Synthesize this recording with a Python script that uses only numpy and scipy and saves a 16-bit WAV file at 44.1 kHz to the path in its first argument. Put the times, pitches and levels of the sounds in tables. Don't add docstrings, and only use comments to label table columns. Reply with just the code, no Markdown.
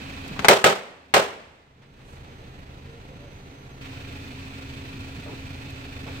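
import sys
import numpy as np
from scipy import signal
from scipy.fft import rfft, irfft, next_fast_len
from scipy.io import wavfile
from scipy.ndimage import uniform_filter1d, minimum_filter1d

SR = 44100
rng = np.random.default_rng(int(sys.argv[2]) if len(sys.argv) > 2 else 0)


def file_out(sig):
    cols = np.atleast_2d(sig).T
    lim = np.clip(cols, -1, 1)
    pcm = np.round(lim * 32767).astype(np.int16)
    wavfile.write(sys.argv[1], SR, pcm)


N = 273420
TIME = np.arange(N) / SR
FFT_SIZE = 2 * next_fast_len(N // 2 + SR // 4)
FREQS = np.maximum(np.arange(FFT_SIZE // 2 + 1) * SR / FFT_SIZE, 1)
THROTTLE_S = 5.92

# frequency in Hz, correlation for the bursts, for the car.
STEREO_LIKENESS = [(60, .1, .99), (130, 0.8, 0.97), (220, 0.62, 0.89), (393, 0.87, 0.91), (710, 0.2, 0.14),
                   (1190, -.25, 0.47), (2470, .05, 0.34), (5010, -.1, 0.026)]


def from_db(db):
    return 10 ** (np.asarray(db) / 20)


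def since(start):
    return np.maximum(TIME - start, 0)


def decay(start, t60, rise):
    age = since(start)
    return (1 - np.exp(-age / rise)) * from_db(-60 * np.minimum(age / t60, 4))


def white():
    return rng.standard_normal((2, N))


def drift(per_s):
    return np.interp(TIME * per_s, np.arange(N), np.clip(rng.standard_normal(N), -2, 2))


def tone(hz, width_hz):
    kicks = rng.standard_normal(N) * np.sqrt(2 * np.pi * width_hz / SR)
    pole = np.exp(-4 * np.pi * width_hz / SR)
    wander = signal.lfilter([1 - pole], [1, -pole], kicks)
    return np.sqrt(2) * np.sin(np.cumsum(2 * np.pi * hz / SR + wander))


def butterworth(x, order, edges_hz, kind):
    return signal.sosfilt(signal.butter(order, edges_hz, kind, fs=SR, output="sos"), x)


def resonance(x, hz, width_hz):
    r = np.exp(-np.pi * width_hz / SR)
    feedback = [1, -2 * r * np.cos(2 * np.pi * hz / SR), r * r]
    return signal.lfilter(np.array([1, 0, -1]) * (1 - r * r) / 2, feedback, x)


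def curves(rows):
    hz, *columns = np.transpose(rows)
    return [np.interp(np.log(FREQS), np.log(hz), column) for column in columns]


def colour(x, curve_db, lag_s=0):
    cepstrum = irfft(np.log(from_db(curve_db)))
    cepstrum[1:FFT_SIZE // 2] *= 2
    cepstrum[FFT_SIZE // 2 + 1:] = 0
    response = np.exp(rfft(cepstrum) - 2j * np.pi * FREQS * lag_s)
    return irfft(rfft(x, FFT_SIZE) * response)[..., :N]


def spread(pair, density_db, likeness):
    alike = np.clip(likeness, -.99, .99)
    mid = colour(pair[0], density_db + 10 * np.log10((1 + alike) / 2))
    side = colour(pair[1], density_db + 10 * np.log10((1 - alike) / 2))
    return np.sqrt(SR / 2) * np.array([mid + side, mid - side])


def car_places(pass_s=1.32, pass_length_s=0.64, cut_s=3.81):
    close = np.clip(since(cut_s) / 0.0051, 0, 1)
    past = np.clip((TIME - pass_s) / pass_length_s + .5, 0, 1)
    return np.array([(1 - past) * (1 - close), past * (1 - close), close])


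def underbody(x, echo=0.11, longest_s=.03, low_hz=600, count=8):
    treble = butterworth(x, 2, low_hz, "high")
    lags = (rng.uniform(.002, longest_s, count) * SR).astype(int)
    return x + echo * sum(np.pad(treble, [(0, 0), (lag, 0)])[:, :N] for lag in lags)


def engine(firing_hz=26.08, first_firing_s=0.024, throb=0.1, valve_throb=0.06, uneven=0.82,
           hiss_db=0.04, chatter_depth=.4, throttle_db_per_s=8):
    # frequency in Hz, then dB per Hz rolling up, rolled past, idling close.
    noise_spectra = [(20, -68.5, -75, -73), (45, -75.5, -68.5, -69.5), (77.5, -57, -66, -64),
                     (124, -66.5, -68.5, -64), (174, -65, -72, -70.5), (254, -66, -74, -68),
                     (314, -73.5, -77, -75), (631, -75, -81, -78), (1140, -76.5, -85.5, -80.5),
                     (2430, -77, -87, -79.5), (4063, -80.5, -92, -84), (5340, -88.5, -100, -91),
                     (9120, -98.5, -109, -101), (15500, -104, -115, -105)]
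    # pitch and width in Hz, then dB at the same three places.
    steady_tones = [(26.1, 0.14, -53, -54, -50), (76, 4, -62, -56.5, -51.5), (84.7, 2.5, -62.5, -59, -46),
                    (101.7, 4, -60, -69, -50.5), (119.3, 3, -61, -57, -50.5), (133.7, 3, -52, -50.5, -47),
                    (267, 1.3, -45.5, -68.5, -46.5), (282.5, 11.5, -52, -60.5, -51.5),
                    (400.4, 2, -63.5, -61.5, -57), (469, 4, -75, -62, -61), (787, 3.6, -55.5, -62.5, -70),
                    (1397, 3, -62, -69, -63), (2390, 25, -57.5, -87.5, -55), (2583, 63, -50, -66, -53),
                    (3580, 50, -65.5, -80, -60.5), (4320, 60, -67, -80, -64), (7780, 70, -84.5, -90.5, -77)]
    cylinders_db = [0.34, -1, .4, 0.035]
    # frequency in Hz, left minus right in dB, left lag in seconds.
    bearing = [(200, 0.1, 0.00016), (400, -.5, 0.00012), (750, -1.5, 0.00042), (1500, -2.5, 0.00036),
               (15000, -1, .00045)]
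    places = np.sqrt(car_places())
    firings = firing_hz * (TIME - first_firing_s)
    cylinder = from_db(cylinders_db)[np.round(firings).astype(int) % len(cylinders_db)]
    phase = 2 * np.pi * firings
    beat = throb * np.cos(phase) + valve_throb * np.cos(3 * phase)
    air = from_db(hiss_db) * underbody(white()) * cylinder
    air *= 1 + beat * (1 + uneven * drift(firing_hz))
    likeness = curves(STEREO_LIKENESS)[1]
    out = sum(spread(air * place, db, likeness) for place, db in zip(places, curves(noise_spectra)))
    chatter = cylinder ** 2 * (1 + chatter_depth * np.cos(phase))
    for hz, width, *levels_db in steady_tones:
        line = tone(hz, width) if hz < 1000 else np.array([tone(hz, width), tone(hz, width)]) * chatter
        out += (from_db(levels_db) @ places) * line
    side_db, lag_s = curves(bearing)
    effort = from_db(throttle_db_per_s * since(THROTTLE_S))
    return effort * np.array([colour(out[0], side_db / 2, lag_s), colour(out[1], -side_db / 2)])


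def alternator(width_hz=10, flutter_db=2.0, octave_db=-12, speed_up_per_s=0.0196,
               swell_s=2.86, swell_db_per_s=9):
    # pitch in Hz, level in dB.
    whine_by_place = [(6255, -72), (6215, -73.5), (6258, -67.5)]
    places = car_places()
    hz, db = np.transpose(whine_by_place) @ places
    hz *= 1 + speed_up_per_s * since(THROTTLE_S)
    db += places[1] * swell_db_per_s * since(swell_s)
    channels = []
    for _ in range(2):
        whine = tone(hz, width_hz) + from_db(octave_db) * tone(2 * hz, 2 * width_hz)
        channels.append(whine * from_db(flutter_db * drift(18)))
    return from_db(db) * np.array(channels)


def grit(t60=0.038, band_hz=(1800, 9000)):
    # start in seconds, relative level in dB.
    grains = [(0.096, -61), (0.126, -60), (0.246, -57), (0.278, -41), (0.355, -50), (5.702, -46)]
    ticks = sum(from_db(db) * decay(start, t60, rise=.0005) for start, db in grains)
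    return 2 * butterworth(ticks * white(), 1, band_hz, "band")


def clunks(rise_s=0.018):
    # start in seconds, relative level in dB, bass and treble edges in Hz, t60 in seconds.
    knocks = [(0.225, -47, 25, 90, 0.54), (0.305, -28.5, 49, 282, 0.13), (0.353, -38, 110, 1600, 0.19),
              (0.379, -27, 50, 212, 0.16), (1.815, -39.5, 118, 2440, 0.15), (1.985, -44, 70, 2510, 0.13),
              (5.174, -23, 82, 220, 0.057), (5.256, -36, 190, 776, 0.25), (5.325, -25, 110, 353, 0.061),
              (6.056, -38, 130, 870, 0.28)]
    noise = spread(white(), 0, curves(STEREO_LIKENESS)[1])
    out = 0
    for start, db, low_hz, high_hz, t60 in knocks:
        body = butterworth(noise, 2, [low_hz, high_hz], "band")
        out += from_db(db) * 2 * body / body.std() * decay(start, t60, rise_s)
    return out


def balloons(echoes_per_s=5000, front=7.1, pocket_hz=830, pocket_width_hz=120, lumpy_db=2.5,
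             ring_t60=0.31, wall_lag_s=0.025, wall_db=-3, wall_t60=0.18, yard_t60=0.83):
    # start in seconds, crack level in dB, its t60 in seconds, its treble edge in Hz,
    # then relative levels in dB of the air pocket's knock, the ring and the yard echo.
    bursts = [(0.393, -15.5, .035, 5000, -8, -35, -40.5), (0.4463, -7.5, 0.067, 3006, 3, -34, -44.5),
              (0.484, 14.5, 0.095, 18000, -18, 11.5, -8.5), (0.6415, 17.5, 0.049, 14000, -20.5, 10.5, -4.5),
              (1.1396, 15.5, 0.07, 10000, -10.5, 7.5, -5.5)]
    # frequency in Hz, then dB per Hz of crack, ring and yard echo.
    burst_spectra = [(30, -57.5, -69, -61.5), (65, -52.5, -54.5, -54.5), (129.7, -38, -43, -44),
                     (194, -39.5, -35, -36), (303, -48.5, -43, -36), (399, -39, -28, -32.5),
                     (540, -39, -28.5, -30), (730, -39.5, -31, -33), (1080, -36, -32.5, -34.5),
                     (1594, -35, -34.5, -36.5), (2160, -35.5, -38, -37), (3200, -41, -39, -42.5),
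                     (4670, -45.5, -45.5, -50), (8300, -49.5, -53, -60), (15550, -58, -65.5, -77)]
    # pitch and width in Hz, relative level in dB.
    gap_modes = [(407.2, 35, 2), (553, 33, -9.5), (636, 19, -3), (680, 10, -1), (726, 8, 0.5), (784, 14, 1),
                 (1012, 14, -4.5), (1276, 38, 2), (1670, 26, -7), (2160, 18, -10)]
    share = echoes_per_s / SR
    reflections = rng.choice([-1, 1], (2, N)) * (rng.random((2, N)) < share) / np.sqrt(share)
    crack, ring, yard = 0, 0, 0
    for start, crack_db, t60, edge_hz, pocket_db, ring_db, yard_db in bursts:
        shock = reflections * decay(start, t60, rise=0.0013) + 1e-18
        shock[:, round(start * SR)] += front
        shock = butterworth(shock, 1, edge_hz, "low")
        knock = 2 * from_db(pocket_db) * resonance(shock[0], pocket_hz, pocket_width_hz)
        crack += from_db(crack_db) * (shock + knock)
        bloom = from_db(wall_db) * decay(start + wall_lag_s, wall_t60, rise=0.00096)
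        ring += from_db(ring_db) * np.hypot(decay(start, ring_t60, rise=0.0097), bloom)
        yard += from_db(yard_db) * decay(start, yard_t60, rise=0.033)
    bunches = from_db(lumpy_db * drift(110))
    likeness = curves(STEREO_LIKENESS)[0]
    crack_colour, ring_colour, yard_colour = curves(burst_spectra)
    near = spread(crack, crack_colour, likeness) + spread(ring * bunches * white(), ring_colour, likeness)
    modes = sum(from_db(db - 2) * resonance(near.mean(axis=0), hz, width) for hz, width, db in gap_modes)
    return near + modes + spread(yard * white(), yard_colour, likeness)


def tread_hiss(centre_s=2.11, half_length_s=.08, db=-57, band_hz=(5000, 11000)):
    swell = np.exp(-((TIME - centre_s) / half_length_s) ** 2)
    return from_db(db) * swell * butterworth(white(), 2, band_hz, "band")


def hoots(width_hz=25, pitch_sag=.05):
    # start and length in seconds, top pitch in Hz, top level in dB.
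    far_hoots = [(2.838, 0.18, 465.5, -50.5), (3.064, 0.11, 522, -51), (3.147, 0.19, 583, -53)]
    out = 0
    for start, length, hz, db in far_hoots:
        arch = np.sin(np.pi * np.minimum(since(start) / length, 1))
        out += from_db(db) * arch * tone(hz * (1 - pitch_sag * (1 - arch)), width_hz)
    return out


def scene():
    return balloons() + engine() + alternator() + clunks() + grit() + tread_hiss() + hoots()


def gain_control(x, threshold_db=-13.0, slope=0.85, hold_s=0.37, release_db_per_s=29,
                 window_s=0.0096, attack_s=0.0065):
    power = uniform_filter1d(np.mean(x ** 2, axis=0), int(window_s * SR))
    level_db = 10 * np.log10(np.maximum(power, 1e-12))
    excess_db = slope * np.maximum(level_db - threshold_db, 0)
    half = int(hold_s * SR / 2)
    held_db = -minimum_filter1d(-excess_db, 2 * half + 1, origin=half, mode="nearest")
    release_db = release_db_per_s * TIME
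    cut_db = np.maximum.accumulate(held_db + release_db) - release_db
    pole = np.exp(-1 / (attack_s * SR))
    return x * from_db(-signal.lfilter([1 - pole], [1, -pole], cut_db))


def record(dry):
    # frequency in Hz, left and right gain in dB.
    ports = [(4270, -1, -0.5), (7160, -6.5, 2), (8470, -16.5, 5.5), (10060, -12.5, -4), (12100, -4, 1.5),
             (16180, -4, 2)]
    heard = np.array([colour(channel, port_db) for channel, port_db in zip(dry, curves(ports))])
    heard = butterworth(heard, 2, 18, "high")
    clipped = np.clip(gain_control(heard), -.95, .95)
    return signal.sosfilt(signal.ellip(10, .1, 80, 15800, fs=SR, output="sos"), clipped)


dry = scene()
out = record(dry)
file_out(out)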